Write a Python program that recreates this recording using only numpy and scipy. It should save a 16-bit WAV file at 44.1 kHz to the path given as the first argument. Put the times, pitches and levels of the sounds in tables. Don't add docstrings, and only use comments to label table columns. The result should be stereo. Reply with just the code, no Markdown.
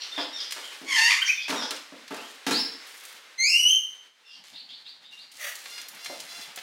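import sys
import numpy as np
from scipy import signal
from scipy.fft import rfft, irfft, next_fast_len
from scipy.io import wavfile
from scipy.ndimage import map_coordinates

SR = 44100
rng = np.random.default_rng(int(sys.argv[2]) if len(sys.argv) > 2 else 0)


def dump(signal):
    limited = np.clip(np.atleast_2d(signal).T, -1, 1)
    pcm = np.round(limited * 32767).astype(np.int16)
    wavfile.write(sys.argv[1], SR, pcm)


N = 291942
TIME = np.arange(N) / SR
TOP_HZ = 15900

# start in seconds, level in dB before onset and room, tilt in dB an octave
CLICKS = [(.508, -30.5, 2.5), (.521, -26, 2.5), (1.502, -25.5, -1.5), (1.707, -24.5, 2), (1.762, -32.5, -1),
          (2.078, -40.5, 0.5), (2.143, -37.5, 4), (3.051, -38.5, 9), (4.439, -49.5, -1), (5.553, -34.5, 7),
          (5.657, -35, -3), (5.78, -34, -1.5), (5.814, -35.5, 5), (5.884, -33, 13), (5.947, -42.5, 8),
          (6.045, -35.5, 6), (6.059, -30.5, -1), (6.201, -33, 6), (6.559, -33.5, 10), (6.574, -34, -4.5),
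          (6.586, -34, -1.5)]
# start in seconds, length in seconds, level in dB before the room, tilt in dB an octave
GRAINY_BURSTS = [(0.513, 0.4, -51.5, 4), (2.105, 0.32, -54, 5.5), (2.864, 0.35, -54, 10.5),
                 (4.437, 0.15, -53, 1), (5.11, 0.18, -58.5, 1.5), (5.314, 0.48, -51.5, 5),
                 (6.045, 0.51, -51.5, 4.5)]
# frequency in Hz, gain in dB
CLICK_COLOUR = [(300, -15.5), (1200, -4), (2200, 3), (4200, 3), (8000, -6), (12000, -14.5), (15500, -23.5)]


def undb(db):
    return 10 ** (np.asarray(db) / 20)


def unit(x):
    return x / np.sqrt(np.mean(x ** 2) + 1e-18)


def gain_at(points, hz):
    point_hz, point_db = np.transpose(points)
    return undb(np.interp(np.log(np.maximum(hz, 1)), np.log(point_hz), point_db))


def colour(x, points, tilt_db=0):
    size = next_fast_len(len(x))
    hz = np.maximum(np.arange(size // 2 + 1) * SR / size, 1)
    tilt = undb(tilt_db * np.log2(np.maximum(hz, 200) / 1000))
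    bass_fall = np.minimum(hz / points[0][0], 1) ** 2
    spectrum = rfft(x, size) * gain_at(points, hz) * tilt * bass_fall
    return unit(irfft(spectrum, size)[:len(x)])


def wobble(t, rate):
    values = rng.standard_normal(4096)
    return map_coordinates(values, [(t - t[0]) * rate], order=3, mode="mirror")


def noise(t):
    return rng.standard_normal(len(t))


def curves(rows):
    s, *columns = np.transpose(rows)
    t = np.arange(int(s[0] * SR), int(s[-1] * SR)) / SR
    return [t] + [np.interp(t, s, column) for column in columns]


def span(length):
    t = np.arange(int(length * SR)) / SR
    return t, t / length


def envelope(t, attack, release):
    rise = np.clip((t - t[0]) / attack, 0, 1)
    fall = np.clip((t[-1] - t) / release, 0, 1)
    return (np.sin(np.pi * rise / 2) * np.sin(np.pi * fall / 2)) ** 2


def add(track, start, x):
    i = int(round(start * SR))
    x, i = x[max(-i, 0):], max(i, 0)
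    track[i:i + len(x)] += x[:max(N - i, 0)]


def syrinx(t, hz, rough, throat, overtone_db=0, jitter=0.069, air=1.0, flutter=600, shimmer_db=6):
    shaken_hz = hz * (1 + jitter * rough * wobble(t, flutter))
    phase = 2 * np.pi * np.cumsum(shaken_hz) / SR
    k = np.arange(1, int(TOP_HZ / hz.min()) + 1)[:, None]
    lift = undb(overtone_db * (k > 1) * (2 / k) ** 2)
    size = gain_at(throat, k * hz) * lift * (k * hz < SR / 2)
    strength = np.sqrt(np.sum(size ** 2, axis=0) / 2)
    tone = np.sum(size * np.sin(k * phase), axis=0) / strength
    puffs = colour(noise(t) * (1 + np.cos(phase)), throat)
    shimmer = undb(shimmer_db * rough * wobble(t, 300))
    return unit((tone + air * rough * puffs) * shimmer)


def beak(hz, skirt_db=-19, far_db=-38):
    return [(hz / 4, far_db), (hz / 2, skirt_db), (hz / 1.31, 0),
            (hz * 1.293, 0), (hz * 1.46, skirt_db), (hz * 3, far_db)]


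def blow(t, t60, spectrum, tilt_db=0):
    return colour(noise(t), spectrum, tilt_db) * undb(-60 * t / t60)


def click(db, tilt_db, onset_s=0.0006):
    t = np.arange(SR // 4) / SR
    return undb(db) * blow(t, 0.05, CLICK_COLOUR, tilt_db) * (1 - np.exp(-t / onset_s))


def grainy_burst(length, db, tilt_db):
    grain_db, scratch_db = 5, 2
    t, _ = span(length)
    grains = noise(t) * undb(grain_db * wobble(t, 550) + scratch_db * wobble(t, 43.3))
    rustle = colour(grains, CLICK_COLOUR, tilt_db)
    return undb(db) * envelope(t, attack=0.0024, release=0.11) * rustle


def is_abrupt(start):
    return 4.43 < start < 4.438 or 4.438 < start < 4.44


def background(levels, spectrum, flicker_db, side_db):
    mid = colour(noise(TIME), spectrum)
    side = colour(noise(TIME), spectrum, tilt_db=0.5)
    db = np.interp(TIME, *np.transpose(levels)) + flicker_db * wobble(TIME, 28)
    return undb(db) * (mid + undb(side_db) * np.array([side, -side]))


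def room_air():
    # time in seconds, level in dB
    air_levels = [(0, -46), (.8, -45.5), (1.2, -53.5), (2.95, -46.5), (3.45, -53.5), (4.15, -60.5),
                  (5.25, -59), (5.6, -49.5), (6.62, -48)]
    # frequency in Hz, gain in dB
    air_colour = [(24, -84), (40, -49), (106, -78), (235, -11), (522, -1), (670, -6), (797, -1.5),
                  (2110, 5), (2330, 3), (3740, 1.5), (4030, 1), (10700, -15.5), (15500, -24.5)]
    return background(air_levels, air_colour, flicker_db=1.5, side_db=-6)


def handling_rumble():
    # time in seconds, level in dB
    rumble_levels = [(0, -73), (4.28, -82), (4.4, -63.5), (5.5, -76), (6.25, -58), (6.62, -70)]
    # frequency in Hz, gain in dB
    rumble_colour = [(40, 8), (90, 15.5), (150, 13.5), (300, 11), (420, -14), (560, 4.5), (900, 15),
                     (1600, -50)]
    return background(rumble_levels, rumble_colour, flicker_db=5.5, side_db=-2)


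def chirps():
    # start in seconds, length in seconds, starting pitch in Hz,
    # beak resonance in Hz, level in dB before the room
    chirp_rows = [(-.08, .13, 1607, 4250, -34), (0.111, 0.13, 1816, 3750, -31),
                  (0.321, 0.12, 1874, 4630, -31), (1.243, 0.048, 3135, 5200, -24),
                  (1.349, .11, 1800, 3720, -33.5), (1.552, .11, 1902, 4660, -29.5),
                  (4.249, .12, 1788, 4360, -47)]
    # start in seconds, length in seconds, top pitch in Hz,
    # rise as a share of the top, level in dB before the room, roughness at the start
    peep_rows = [(0.618, 0.036, 3290, 0.19, -32, 0.52), (2.14, .13, 3260, 0.24, -44.5, 0.7),
                 (2.497, .12, 5430, .31, -23, 0.46), (4.231, 0.12, 2820, 0.022, -51, 0.54),
                 (4.522, 0.097, 4615, 0.24, -39.5, 1.15), (4.673, 0.094, 4560, 0.34, -40.5, 1.05),
                 (4.837, 0.068, 4670, 0.3, -40, 0.96), (5.014, 0.1, 3860, 0.083, -47, 1.1),
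                 (5.106, 0.042, 2825, 0.021, -40, 0.4), (5.161, 0.072, 4780, 0.28, -43, 0.52)]
    chirp_fall = .13
    chirp_rough_start, chirp_rough_end, peep_rough_end = 0.065, 0.857, .19
    out = np.zeros(N)
    for start, length, hz, beak_hz, db in chirp_rows:
        t, u = span(length)
        glide = np.sin(np.pi * u / 2) ** 2
        rough = chirp_rough_start + (chirp_rough_end - chirp_rough_start) * glide
        voice = syrinx(t, hz * (1 - chirp_fall * glide), rough, beak(beak_hz))
        add(out, start, undb(db) * envelope(t, attack=0.015, release=0.015) * voice)
    for start, length, top_hz, rise, db, rough_start in peep_rows:
        t, u = span(length)
        below = np.cos(np.pi * u / 2) ** 2
        rough = peep_rough_end + (rough_start - peep_rough_end) * below
        voice = syrinx(t, top_hz * (1 - rise * below), rough, beak(3790), air=0.93)
        add(out, start, undb(db) * envelope(t, attack=0.033, release=0.0095) * voice)
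    return out


def knocks():
    # start in seconds, clatter's starting level in dB before the room,
    # clatter's time to die by 60 dB in seconds, tilt in dB an octave, ring in dB beside the clatter
    knock_rows = [(0.178, -31.5, 0.13, -2, -28), (.563, -42, 0.21, .5, -39), (0.814, -46, 0.14, -10, 0),
                  (1.481, -34.5, 0.32, 2.5, -12.5), (1.495, -30, 0.081, 1.5, -6),
                  (1.525, -34.5, 0.32, -0.5, 0.5), (1.62, -33, 0.067, -1, -13),
                  (1.707, -34.5, 0.089, 0.5, -11), (1.922, -41, 0.032, -9, -9.5), (2.107, -41, 0.46, -2, 6),
                  (2.466, -26.5, 0.11, 2.5, -1), (2.509, -27.5, 0.12, 4, 1),
                  (3.655, -49.5, 0.061, 3.5, -3.5)]
    # frequency in Hz, gain in dB
    knock_colour = [(90, -33), (170, -35), (250, 2.5), (420, 1.5), (620, 5), (900, 6), (1350, 6),
                    (2500, -0.5), (5200, -7), (7700, -15), (15500, -31)]
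    # typical frequency in Hz, size in dB, time to die by 60 dB in seconds
    knock_modes = [(240, -9, 0.068), (275, 6, 0.067), (335.5, 1, 0.068), (447, -1, 0.074),
                   (889.5, 2, 0.047), (1360, -18, 0.31)]
    swell_s = 0.0042
    out = np.zeros(N)
    t = np.arange(SR // 2) / SR
    for start, db, t60, tilt_db, ring_db in knock_rows:
        ring = np.zeros(len(t))
        for hz, size_db, life in knock_modes:
            mode_hz = hz * (1 + .02 * rng.standard_normal())
            ring += undb(size_db - 60 * t / life) * np.sin(2 * np.pi * mode_hz * t)
        ring *= undb(ring_db) * (1 - np.exp(-t / swell_s))
        clatter = blow(t, t60, knock_colour, tilt_db)
        add(out, start, undb(db) * (clatter + ring))
    return out


def feet():
    # start in seconds, starting level in dB before the room,
    # time to die by 60 dB in seconds
    step_rows = [(6.097, -40, 0.32)]
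    # frequency in Hz, gain in dB
    step_colour = [(100, -51), (270, 3), (400, -6), (570, 11.5), (800, 2), (1300, -12), (3000, -45)]
    out = np.zeros(N)
    for start, db, tilt_db in CLICKS:
        if not is_abrupt(start):
            add(out, start, click(db, tilt_db))
    t = np.arange(SR // 4) / SR
    for start, db, t60 in step_rows:
        add(out, start, undb(db) * blow(t, t60, step_colour))
    for start, length, db, tilt_db in GRAINY_BURSTS:
        if not is_abrupt(start):
            add(out, start, grainy_burst(length, db, tilt_db))
    return out


def squawk():
    # time in seconds, pitch in Hz, roughness from 0 to 1
    squawk_rows = [(.838, 1130, 0.63), (.955, 1050, 0.55), (.965, 907, 0.54), (1.03, 900, 0.38),
                   (1.075, 944, .36), (1.11, 1115, 0.97), (1.215, 1128, 0.73)]
    # start in seconds,
    # length in seconds, top pitch in Hz, level in dB before the room, overtone lift in dB
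    squeak_rows = [(1.2, .04, 1594, -18.5, 3), (1.266, .052, 2570, -15.5, -35)]
    # frequency in Hz, gain in dB
    harsh_throat = [(600, -39), (900, -16), (1400, -13.5), (1830, -3.5), (2150, 1), (2700, -3.5),
                    (3300, -8), (4150, -19.5), (4650, -2), (5100, -12), (6600, -12), (7600, -22.5),
                    (9000, -22), (12000, -30), (15500, -47)]
    # frequency in Hz, gain in dB
    squeak_throat = [(1400, 4), (3100, 12), (4300, -31), (6200, -22), (8000, -14.5), (15500, -21)]
    level_db, harsh_db = -15.5, -5.5
    rasp_hz, rasp_db = 130, 2
    scoop = 0.46
    out = np.zeros(N)
    t, hz, rough = curves(squawk_rows)
    voice = syrinx(t, hz, rough, harsh_throat, 1.5, jitter=.072, air=.48, flutter=440, shimmer_db=3.5)
    rasp = np.sin(2 * np.pi * rasp_hz * t + 2 * wobble(t, 60))
    voice = unit(voice * undb(rasp_db * rough * rasp))
    loudness = undb(level_db + harsh_db * rough)
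    add(out, t[0], loudness * envelope(t, attack=0.13, release=0.11) * voice)
    for start, length, top_hz, db, overtone_db in squeak_rows:
        t, u = span(length)
        hz = top_hz * (1 - scoop * (1 - u) ** 3)
        voice = syrinx(t, hz, .12, squeak_throat, overtone_db, jitter=.05, air=.1, flutter=380)
        add(out, start, undb(db) * envelope(t, attack=0.033, release=0.016) * voice)
    return out


def whistle():
    # time in seconds, pitch in Hz
    whistle_rows = [(3.374, 2050), (3.408, 2088), (3.444, 2210), (3.498, 2635), (3.594, 2921),
                    (3.652, 2897), (3.69, 3089), (3.79, 3171)]
    # frequency in Hz, gain in dB
    clear_throat = [(1400, -13), (2100, 4.5), (3000, 0), (4300, 0.5), (5300, -17.5), (6500, 5), (7600, -21),
                    (8700, -20.5), (10500, -23), (12000, -27.5), (15500, -35)]
    top_db, db_per_octave = -15.5, 9.5
    top_overtone_db, overtone_db_per_octave = -9, -18
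    strain_s, strain_width_s = 3.497, 0.042
    strain_db, strain_rough, strain_overtone_db = -4, .26, 24
    out = np.zeros(N)
    t, hz = curves(whistle_rows)
    strain = np.exp(-((t - strain_s) / strain_width_s) ** 2)
    octaves = np.log2(hz / hz.max())
    rough = 0.14 + strain_rough * strain
    overtone_db = top_overtone_db + overtone_db_per_octave * octaves + strain_overtone_db * strain
    voice = syrinx(t, hz, rough, clear_throat, overtone_db, jitter=.068, air=0, flutter=430)
    db = top_db + db_per_octave * octaves + strain_db * strain
    add(out, t[0], undb(db) * envelope(t, attack=0.038, release=0.093) * voice)
    return out


def abrupt_burst():
    out = np.zeros(N)
    for start, db, tilt_db in CLICKS:
        if is_abrupt(start):
            add(out, start, click(db, tilt_db))
    for start, length, db, tilt_db in GRAINY_BURSTS:
        if is_abrupt(start):
            add(out, start, grainy_burst(length, db, tilt_db))
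    return out


def hiss():
    # frequency in Hz, gain in dB
    hiss_throat = [(240, -64), (400, -37), (569, -5.5), (1070, -20), (1220, -2.5), (1400, -9.5), (1910, 6),
                   (2090, -2.5), (3510, -6), (4220, -17), (4630, -4.5), (5150, -21), (5730, -5),
                   (7440, -14), (15500, -13)]
    out = np.zeros(N)
    t, _ = span(.18)
    breath = colour(noise(t), hiss_throat) * envelope(t, attack=.065, release=.075)
    add(out, 5.37, breath * undb(-39 + 1.7 * wobble(t, 182)))
    return out


def begging():
    # start in seconds, length in seconds,
    # pitch at the top of the arch in Hz, level in dB before the room
    beg_rows = [(5.659, 0.21, 706.5, -46), (5.957, 0.26, 697, -48), (6.245, 0.248, 687.5, -47)]
    # frequency in Hz, gain in dB
    beg_throat = [(650, -8), (1400, -4.5), (2050, 0), (2800, 3), (4200, 7), (5500, 3.5), (6300, 0),
                  (7300, -6.5), (10000, -8), (15500, -15)]
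    arch, waver = 0.0297, 0.00477
    out = np.zeros(N)
    for start, length, top_hz, db in beg_rows:
        t, u = span(length)
        hz = top_hz * (1 - arch * (2 * u - 1) ** 2 + waver * wobble(t, 29))
        voice = syrinx(t, hz, .14, beg_throat, jitter=0.043, air=0.49, flutter=620)
        add(out, start, undb(db) * envelope(t, attack=0.081, release=0.081) * voice)
    return out


def room(x, direct_db, wet_db, pan_db):
    t60_s, treble_t60_s = 0.51, 0.49
    t = np.arange(int(.8 * SR)) / SR
    white = rng.standard_normal((2, len(t)))
    low = signal.sosfilt(signal.butter(1, 6000, fs=SR, output="sos"), white)
    mid, side = low * undb(-60 * t / t60_s) + (white - low) * undb(-60 * t / treble_t60_s)
    side = undb(-7) * signal.sosfilt(signal.butter(2, 600, "high", fs=SR, output="sos"), side)
    echoes = undb(wet_db) * np.array([mid + side, mid - side]) / np.sqrt(np.sum(mid ** 2))
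    direct = undb(direct_db + np.array([[pan_db], [-pan_db]]) / 2) * x
    return direct + signal.fftconvolve(x[None], echoes, axes=1)[:, :N]


def scene():
    return (room_air()
            + handling_rumble()
            + room(chirps(), direct_db=-9, wet_db=-3.0, pan_db=7.0)
            + room(knocks(), direct_db=2, wet_db=6, pan_db=-8.5)
            + room(feet() + abrupt_burst(), direct_db=0.5, wet_db=-2.5, pan_db=3.5)
            + room(squawk(), direct_db=-4.5, wet_db=-2, pan_db=7.5)
            + room(whistle(), direct_db=-2.5, wet_db=-2, pan_db=6.5)
            + room(begging() + hiss(), direct_db=2.5, wet_db=0, pan_db=1))


def record(dry):
    ports_alike_hz, low_cut_hz = 465, 165
    mid, side = (dry[0] + dry[1]) / 2, (dry[0] - dry[1]) / 2
    side_filter = signal.butter(1, ports_alike_hz, "high", fs=SR, output="sos")
    side = signal.sosfiltfilt(side_filter, side)
    low_cut = signal.butter(4, low_cut_hz, "high", fs=SR, output="sos")
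    thin = signal.sosfilt(low_cut, np.array([mid + side, mid - side]))
    top_cut = signal.ellip(10, .2, 80, TOP_HZ, fs=SR, output="sos")
    return signal.sosfilt(top_cut, thin)


dry = scene()
out = record(dry)
dump(out)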